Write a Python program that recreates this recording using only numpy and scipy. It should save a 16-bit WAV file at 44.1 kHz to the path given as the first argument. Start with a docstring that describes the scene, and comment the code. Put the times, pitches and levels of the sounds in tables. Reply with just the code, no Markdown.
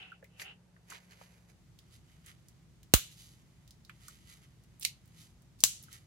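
"""A thin fiberglass skin is prised off its plastic mold at a workbench and lets go in three sharp snaps.
Each snap is shaped noise with mold resonances and a room tail; the first adds an air pulse and a low thump.
A loose skin scrapes as resonant friction, rubber gloves slide as grainy noise, and resin ticks
and fingers tap as small pitched cracks. The small workshop rings briefly; a ventilation fan hums low,
made of coloured noise and wavering tones."""
import sys
import numpy as np
from scipy import signal
from scipy.fft import rfft, irfft, next_fast_len
from scipy.io import wavfile
from scipy.ndimage import uniform_filter1d

SR = 44100
rng = np.random.default_rng(int(sys.argv[2]) if len(sys.argv) > 2 else 0)


def waveform_to_disk(signal):
    """Save audio, clipped to [-1, 1], as 16-bit WAV at the path in sys.argv[1]."""
    frames = np.transpose(np.atleast_2d(signal))
    scaled = np.clip(frames, -1, 1) * 32767
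    samples = np.round(scaled).astype(np.int16)
    wavfile.write(sys.argv[1], SR, samples)


N = 267246
TIME = np.arange(N) / SR
# the background changes between these times; the gloves rub a stiffer body after the second
CHANGE_START_S, CHANGE_END_S = 1.476, 1.58
# the bond lets go: (t/s, direct and room level/dB before the mold rings, crack t60/s,
# room level/dB against the direct crack, room t60/s before the band shares, direct left-right/dB)
SNAPS = [(2.9381, -14, 0.015, -11.5, 0.32, 4.5), (4.8497, -26, 0.012, -10, 0.19, -13.5),
         (5.6378, -14.5, 0.0077, -12.5, 0.35, 9.5)]


def snaps():
    """The skin jumps off the mold; the direct crack leans to one side, the room is even."""
    # colour of each snap: (f/Hz, level/dB)
    snap_colours = [
        [(200, -13), (850, -9.5), (1300, -3), (1900, -6), (2900, -0.5), (3900, 0.5), (4900, -4.5), (6200, -3),
         (7400, -1), (8500, -3.5), (11500, -3.5), (14500, -0.5), (16000, -4.5)],
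        [(200, -40), (1200, -33.5), (1600, -29), (2100, -8), (2900, -10.5), (3400, -13), (4100, -4),
         (5000, -9.5), (6300, -12.5), (9000, -14), (13000, -14), (16000, -26)],
        [(200, -42), (900, -18.5), (1400, -15.5), (2000, -11), (2800, -5), (3800, -2), (4800, -0.5), (6200, 2),
         (8000, 1.5), (9500, -2), (11500, -3), (13500, -6), (16000, -5.5)],
    ]
    # narrow resonances of the skin on its mold, rung by every snap: (f/Hz, width/Hz, level/dB)
    mold_modes = [(1350, 330, -4.5), (2920, 120, -3.5), (4050, 100, -6), (6103, 99, 4), (7000, 190, 0.5),
                  (14000, 130, -1), (15300, 93, -7), (14800, 69, 3)]
    out = np.zeros((2, N))
    for (s, db, t60, room_db, room_t60, pan_db), spectrum in zip(SNAPS, snap_colours):
        x = crack(spectrum, db, t60, room_db, room_t60, pan_db, edge_db=-12.5, ring_db=-4.5, ring_t60=0.12)
        ringing = sum(resonate(x, [mode]) for mode in mold_modes)
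        add(out, s, x + ringing)
    return out


def puff_and_low_pulse(last_db=-17, last_width_s=0.00017, rumble_cut_hz=40):
    """The first snap shoves air out, mostly at right; a small low pulse sounds with the last, more at left."""
    puff_s, puff_db, puff_width_s = 2.9391, -5.5, 0.00046
    thump_hz, thump_t60_s, thump_db, onset_s = 59.2, 0.056, -6, 0.00066
    puff = from_db(puff_db) * np.exp(-((TIME - puff_s) / puff_width_s) ** 2)
    t = np.maximum(TIME - puff_s, 0)
    swing = -np.cos(2 * np.pi * thump_hz * t) * (1 - np.exp(-t / onset_s))
    thump = from_db(thump_db) * swing * np.exp(-np.log(1000) * t / thump_t60_s)
    last_snap_s = SNAPS[-1][0]
    low_pulse = from_db(last_db) * np.exp(-((TIME - last_snap_s) / last_width_s) ** 2)
    channels = (puff + thump) * from_db([[-24], [0]]) + low_pulse * from_db([[0], [-8]])
    high_pass = signal.butter(4, rumble_cut_hz, "high", fs=SR, output="sos")
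    return signal.sosfilt(high_pass, channels + 1e-18)


def fractures():
    """Swelling runs of tiny fractures around the snaps; the first and last run on past the snap."""
    # runs of fractures: (start t/s, end t/s, level/dB at the start, level/dB at the end), before the side lean
    runs = [(2.915, 2.944, -76, -58), (4.809, 4.849, -53, -44.5), (5.588, 5.667, -64, -61)]
    # colour of the fractures: (f/Hz, level/dB)
    fracture_colour = [(500, -21), (1500, -17.5), (2700, -2.5), (5500, -2), (9000, -3.5), (16000, -8.5)]
    level = np.zeros(N)
    for start, end, start_db, end_db in runs:
        swell = from_db(np.interp(TIME, [start, end], [start_db, end_db]))
        level += swell * (TIME >= start) * (TIME < end)
    grains = friction(per_s=1500, grain_db=4.5, smooth_db=-14.0)
    return level * rms_one(colour(grains, fracture_colour)) * from_db([[-1], [1]])


def ticks():
    """The resin ticks as the skin is flexed: clear cracks, and faint ones at random while it is prised."""
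    # small cracks of the resin: (t/s, level/dB, centre f/Hz, spread/octaves)
    clear = [(0.243, -57.5, 2030, 0.12), (0.9027, -50.5, 6530, 0.16), (1.11, -62.5, 4360, 0.067),
             (1.7889, -57.5, 3630, 0.46), (2.262, -56, 7550, 0.31), (2.485, -59, 6100, 0.6),
             (2.8312, -60, 3320, 1.2), (3.6774, -61, 3900, 0.6), (3.708, -56.5, 4420, 0.39),
             (3.8494, -59, 4180, 0.16), (3.895, -58, 2780, 0.11), (4.0829, -48.5, 6760, .45),
             (4.797, -51.5, 10500, 0.3), (4.814, -51.5, 11500, .4), (4.826, -43, 3760, 0.45),
             (4.831, -42.5, 5500, 0.77), (5.605, -45.5, 5800, 0.42), (5.8272, -54.5, 11130, 0.16),
             (5.837, -52.5, 7000, 1.1), (5.9287, -50, 6700, .45)]
    prising_start, prising_end = 3.4, TIME[-1]
    faint_per_s, faint_db, faint_hz, faint_octaves = 2.0, -68.5, 6050, 0.8
    prising = prising_end - prising_start
    faint = []
    for when, pitch in rng.random((int(faint_per_s * prising), 2)):
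        # pitches fall within half an octave either way
        faint.append((prising_start + when * prising, faint_db, faint_hz * 2 ** (pitch - 0.5), faint_octaves))
    out = np.zeros((2, N))
    for s, db, hz, spread in clear + faint:
        add(out, s, small_hit(db, hz, spread, t60=0.016, ring_t60=0.062, room_db=-6.0, room_t60=0.17,
                              pan_db=-8.5, edge_db=-1.5, treble_db=-20))
    return out


def scrape():
    """The edge of the loose skin sticks and slips, ringing the whole sheet."""
    # the loose skin is pushed over the mold: (peak t/s, slide/s, level/dB)
    scrapes = [(0.0, 0.16, -47.5), (0.465, 0.053, -48)]
    # resonances of the loose skin: (f/Hz, width/Hz, level/dB)
    skin = [(403, 62, -10), (780, 47, -2.5), (1410, 210, -7), (1930, 510, -8.5), (2690, 180, 2.5),
            (3000, 200, 1.5), (3400, 1400, -13)]
    # the sheet radiates less treble: (f/Hz, level/dB)
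    scrape_top = [(3200, -5.5), (5500, -12), (9000, -9.5), (15000, -20)]
    # each push takes hold, loses force as it slides, then lifts off
    grip_db_per_s, sag_db_per_s, lift_db_per_s = 195, 111, 450
    force = np.zeros(N)
    for s, slide, db in scrapes:
        t = TIME - s
        grip = grip_db_per_s * np.minimum(t, 0)
        sag = sag_db_per_s * np.clip(t, 0, slide)
        lift = lift_db_per_s * np.clip(t - slide, 0, 1)
        force += from_db(db + grip - sag - lift)
    slips = friction(per_s=600, grain_db=1, smooth_db=5.5)
    return force * rms_one(colour(resonate(slips, skin), scrape_top))


def gloves():
    """Rubber slides over the loose skin, then the molded shell: grainy hiss over the rubbed body's own colour."""
    # glove strokes: (peak t/s, length/s, rubber hiss level/dB, rubbed body level/dB), before the side lean
    strokes = [(0.412, 0.027, -48, -48.5), (0.913, 0.036, -57.5, -51.5), (0.953, 0.033, -71, -53),
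               (1.03, 0.083, -75.5, -71), (1.122, 0.033, -71.5, -60), (1.216, 0.064, -68, -61.5),
               (1.336, 0.12, -76.5, -70.5), (1.498, 0.018, -68.5, -66), (1.937, 0.036, -61, -71.5),
               (2.112, 0.075, -76, -73.5), (2.285, 0.041, -58.5, -56.5), (3.122, 0.037, -62, -80),
               (3.208, 0.06, -58, -73), (3.274, 0.096, -66.5, -82), (4.074, 0.12, -62, -66.5),
               (4.308, 0.064, -60.5, -66), (4.436, 0.033, -78.5, -72.5), (5.21, 0.064, -60, -72.5),
               (5.935, 0.049, -56.5, -60.5)]
    # colour of the rubber: (f/Hz, level/dB)
    rubber = [(300, -14.5), (1500, -29), (2300, -10), (3500, 3.5), (5500, 2), (8000, -1), (12000, -1),
              (13500, -14), (16000, -12.5)]
    # the loose skin when rubbed: (f/Hz, level/dB)
    sheet = [(150, -22), (320, -3), (550, -2.5), (1150, -3.5), (2300, 0), (3500, -4), (7500, -13),
             (10000, -23.5), (15000, -30.5)]
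    # resonances of the shell held in the hand: (f/Hz, width/Hz, level/dB)
    shell = [(1263, 108, -0.5), (1954, 340, -2.5), (3160, 890, -6.5)]
    # between strokes the grip creeps a little all the time
    creep_hiss_db, creep_body_db, creep_swing_db, creep_per_s = -83.5, -83.5, 4, 6
    creep = from_db(creep_swing_db * drift(creep_per_s))
    hiss, body = from_db(creep_hiss_db) * creep, from_db(creep_body_db) * creep
    rise_share = 0.38  # part of a stroke spent speeding up
    for s, length, hiss_db, body_db in strokes:
        width = length * np.where(TIME < s, rise_share, 1 - rise_share)
        stroke = 1 / np.cosh(np.clip((TIME - s) / width * 1.16, -20, 20))
        hiss += from_db(hiss_db) * stroke
        body += from_db(body_db) * stroke
    slips = friction(per_s=1500, grain_db=3.5, smooth_db=-6)
    loose_skin = rms_one(colour(slips, sheet))
    molded_shell = rms_one(resonate(slips, shell))
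    rubbed = np.where(TIME < CHANGE_END_S, loose_skin, molded_shell)
    return (hiss * rms_one(colour(slips, rubber)) + body * rubbed) * from_db([[-1], [1]])


def taps():
    """Fingers and edges knock dully on the thin laminate; a soft touch rings one narrow band."""
    # knocks: (t/s, level/dB, centre f/Hz, spread/octaves)
    knocks = [(0.027, -51.5, 3000, 0.16), (0.1185, -46.5, 1413, 0.12), (0.2264, -53.5, 510, 0.26),
              (0.227, -60, 1730, .18), (0.397, -44.5, 2220, 0.67), (0.417, -44.5, 2030, 0.24),
              (0.764, -63.5, 1500, 0.28), (0.919, -48.5, 1180, 0.28), (1.213, -53, 770, 0.68),
              (3.8956, -48.5, 1630, 0.54), (4.0824, -54, 1310, .13), (5.882, -58.5, 1360, 0.12)]
    out = np.zeros((2, N))
    for s, db, hz, spread in knocks:
        add(out, s, small_hit(db, hz, spread, t60=0.018, ring_t60=0.038, room_db=-7, room_t60=0.14,
                              pan_db=-2, edge_db=-6.5, treble_db=-49))
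    return out


def small_hit(db, hz, spread, t60, ring_t60, room_db, room_t60, pan_db, edge_db, treble_db,
              bass_db=-54, dryness=0.28):
    """A small crack ringing round its own pitch over weaker treble and bass; the higher, the sooner it dies."""
    octaves = np.linspace(-6, 6, 241)
    floor_db = np.where(octaves < 0, bass_db, treble_db)
    bell_db = floor_db * octaves ** 2 / (octaves ** 2 + 11 * spread ** 2)
    spectrum = np.column_stack([hz * 2 ** octaves, bell_db])
    length = (3000 / hz) ** dryness  # both decay times hold as given at 3 kHz
    return crack(spectrum, db, t60 * length, room_db, room_t60, pan_db, edge_db,
                 ring_db=2.5, ring_t60=ring_t60 * length)


def crack(spectrum, db, t60, room_db, room_t60, pan_db, edge_db, ring_db, ring_t60):
    """Sharp edge, burst of resin, the shell's short ring and the room; db is the energy spread over 10 ms."""
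    burst = dying_noise(t60)
    burst[:, 0] += from_db(edge_db)
    direct = even(burst) * from_db([[pan_db / 2], [-pan_db / 2]])
    direct = direct + from_db(ring_db) * dying_noise(ring_t60)
    direct = direct / np.sqrt(np.sum(direct ** 2) / 2)
    x = colour(direct + from_db(room_db) * room_tail(room_t60), spectrum)
    return from_db(db) * x / np.sqrt(np.sum(x ** 2) / 2 / (SR / 100))


def even(burst, smooth_hz=400):
    """Level out the chance humps in a burst's spectrum, so that a crack keeps its own colour."""
    size = burst.shape[1]
    bins = max(int(smooth_hz * size / SR), 1)
    power = uniform_filter1d(np.abs(rfft(burst)) ** 2, bins, axis=1)
    hz = np.fft.rfftfreq(size, 1 / SR) + 1
    sides = []
    for side, p in zip(burst, power):
        inverse_db = -10 * np.log10(p / p.mean())
        sides.append(colour(side, np.column_stack([hz, inverse_db])))
    return np.array(sides)


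def dying_noise(t60):
    """Half a second of dense ringing, different in each channel, with unit energy per side."""
    t = TIME[:SR // 2]
    x = rng.standard_normal((2, len(t))) * np.exp(-np.log(1000) * t / t60)
    return x / np.sqrt(np.sum(x ** 2, axis=1, keepdims=True))


def friction(per_s, grain_db, smooth_db):
    """Tiny slips of uneven size, each blurred by the room, over a smooth hiss."""
    when = rng.random(N) < per_s / SR
    size = from_db(grain_db * np.minimum(rng.exponential(1, N), 4))
    slips = when * size * rng.choice([-1, 1], N)
    blur = dying_noise(0.0051) + from_db(-3.5) * dying_noise(0.33)
    grains = rms_one(signal.fftconvolve(slips[None], blur, axes=1)[:, :N])
    return grains + from_db(smooth_db) * rng.standard_normal((2, N))


def room_tail(t60):
    """Diffuse echoes of the workshop, each band dying at its own rate."""
    # decay by band: (f/Hz, share of the room's t60)
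    room_decay = [(500, 0.77), (1300, 0.66), (3000, 1.15), (7000, 1.0), (11000, 0.92), (15000, .56)]
    size = SR // 2
    noise, out = rfft(rng.standard_normal((2, size))), 0
    centres, shares = np.transpose(room_decay)
    for weights, share in zip(np.eye(len(centres)), shares):
        band = irfft(noise * at_hz(np.column_stack([centres, weights]), size), size)
        out = out + band * np.exp(-np.log(1000) * TIME[:size] / (t60 * share))
    return out / np.sqrt(np.sum(out ** 2) / 2)


def workshop():
    """Fan tones and room air; one set cross-fades quickly into another with its own tones and colour."""
    # fan tones before and after: (f/Hz, level/dB before the tone trim)
    hum_early = [(64.6, -75), (113.0, -73), (177.6, -70)]
    hum_late = [(53.8, -70.5), (118.4, -69.5), (161.5, -74.5), (339.1, -82.5)]
    # colour of the workshop air before and after: (f/Hz, level/dB)
    air_early = [(20, -45), (45, -4), (70, -7), (160, 0.5), (260, -12.5), (500, -15), (1000, -21.5),
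                 (3000, -28), (8000, -33), (13000, -42), (16200, -63)]
    air_late = [(20, -30.5), (39, -15.5), (52, -2), (85, 0), (150, 3), (250, -10.5), (500, -21),
                (1000, -24.5), (3000, -29), (7000, -30.5), (11000, -38), (15000, -41), (16200, -52)]
    late = np.interp(TIME, [CHANGE_START_S, CHANGE_END_S], [0, 1])
    before = air(air_early, -66, hum_early, tone_db=2.0)
    after = air(air_late, -61, hum_late, tone_db=-1.0)
    return np.sqrt(1 - late) * before + np.sqrt(late) * after


def air(spectrum, db, tones, tone_db):
    """Fan rumble, more alike in both channels in the bass, with tones wavering in level and phase."""
    # left-right likeness: (f/Hz, correlation)
    likeness = [(60, .94), (130, .8), (290, 0.6), (640, 0.64), (1400, 0.24), (3000, .01)]
    size = next_fast_len(N, real=True)
    alike = np.clip(at_hz(likeness, size), 0, 1)
    mid, side = rfft(rng.standard_normal((2, size))) * from_db(at_hz(spectrum, size))
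    stereo = np.sqrt(1 + alike) * mid + np.sqrt(1 - alike) * side * [[1], [-1]]
    noise = irfft(stereo, size)[:, :N]
    hum = 0
    for hz, level in tones:
        swell = from_db(level + tone_db + drift(6.5))
        phase = 2 * np.pi * hz * TIME + 0.83 * drift(9.6)
        hum = hum + swell * np.sqrt(2) * np.sin(phase)
    return from_db(db) * rms_one(noise) + hum


def from_db(db):
    """Decibels to gain."""
    return 10 ** (np.asarray(db) / 20)


def rms_one(x):
    """Scale to unit rms."""
    return x / np.sqrt(np.mean(x ** 2) + 1e-20)


def at_hz(points, size):
    """A table read on the bins of an FFT, straight on a log-frequency axis."""
    hz, value = np.transpose(points)
    return np.interp(np.log(np.fft.rfftfreq(size, 1 / SR) + 1), np.log(hz), value)


def colour(x, spectrum):
    """Causal (minimum-phase) filter with the given (f/Hz, level/dB) shape."""
    size = 2 * next_fast_len(x.shape[-1] // 2 + 2048)
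    cepstrum = irfft(np.log(from_db(at_hz(spectrum, size))))
    # fold the cepstrum forward in time
    cepstrum[1:size // 2] *= 2
    cepstrum[size // 2 + 1:] = 0
    return irfft(rfft(x, size) * np.exp(rfft(cepstrum)))[..., :x.shape[-1]]


def resonate(x, modes):
    """Parallel two-pole resonances (f/Hz, width/Hz, level/dB) with alternating signs."""
    out = 0
    for k, (hz, width, db) in enumerate(modes):
        r = np.exp(-np.pi * width / SR)
        zeros = np.array([1, 0, -1]) * (1 - r * r) / 2
        poles = [1, -2 * r * np.cos(2 * np.pi * hz / SR), r * r]
        out = out + (-1) ** k * from_db(db) * signal.lfilter(zeros, poles, x)
    return out


def drift(rate):
    """Slow chance: straight lines between unit-spread random points, rate points per second."""
    return np.interp(TIME * rate, np.arange(4096), rng.standard_normal(4096))


def add(out, s, sound):
    """Mix a short sound in at time s."""
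    at = int(round(s * SR))
    out[:, at:at + sound.shape[1]] += sound[:, :N - at]


def scene():
    """All sources at the bench."""
    skin_and_mold = snaps() + puff_and_low_pulse() + fractures() + ticks()
    hands = scrape() + gloves() + taps()
    return skin_and_mold + hands + workshop()


def record(dry):
    """The hardest cracks overload; the top is cut."""
    clipped = np.clip(dry, -1, 1)
    low_pass = signal.ellip(10, 0.1, 90, 16200, fs=SR, output="sos")  # order, ripple/dB, stop/dB, f/Hz
    return signal.sosfilt(low_pass, clipped)


dry = scene()
out = record(dry)
waveform_to_disk(out)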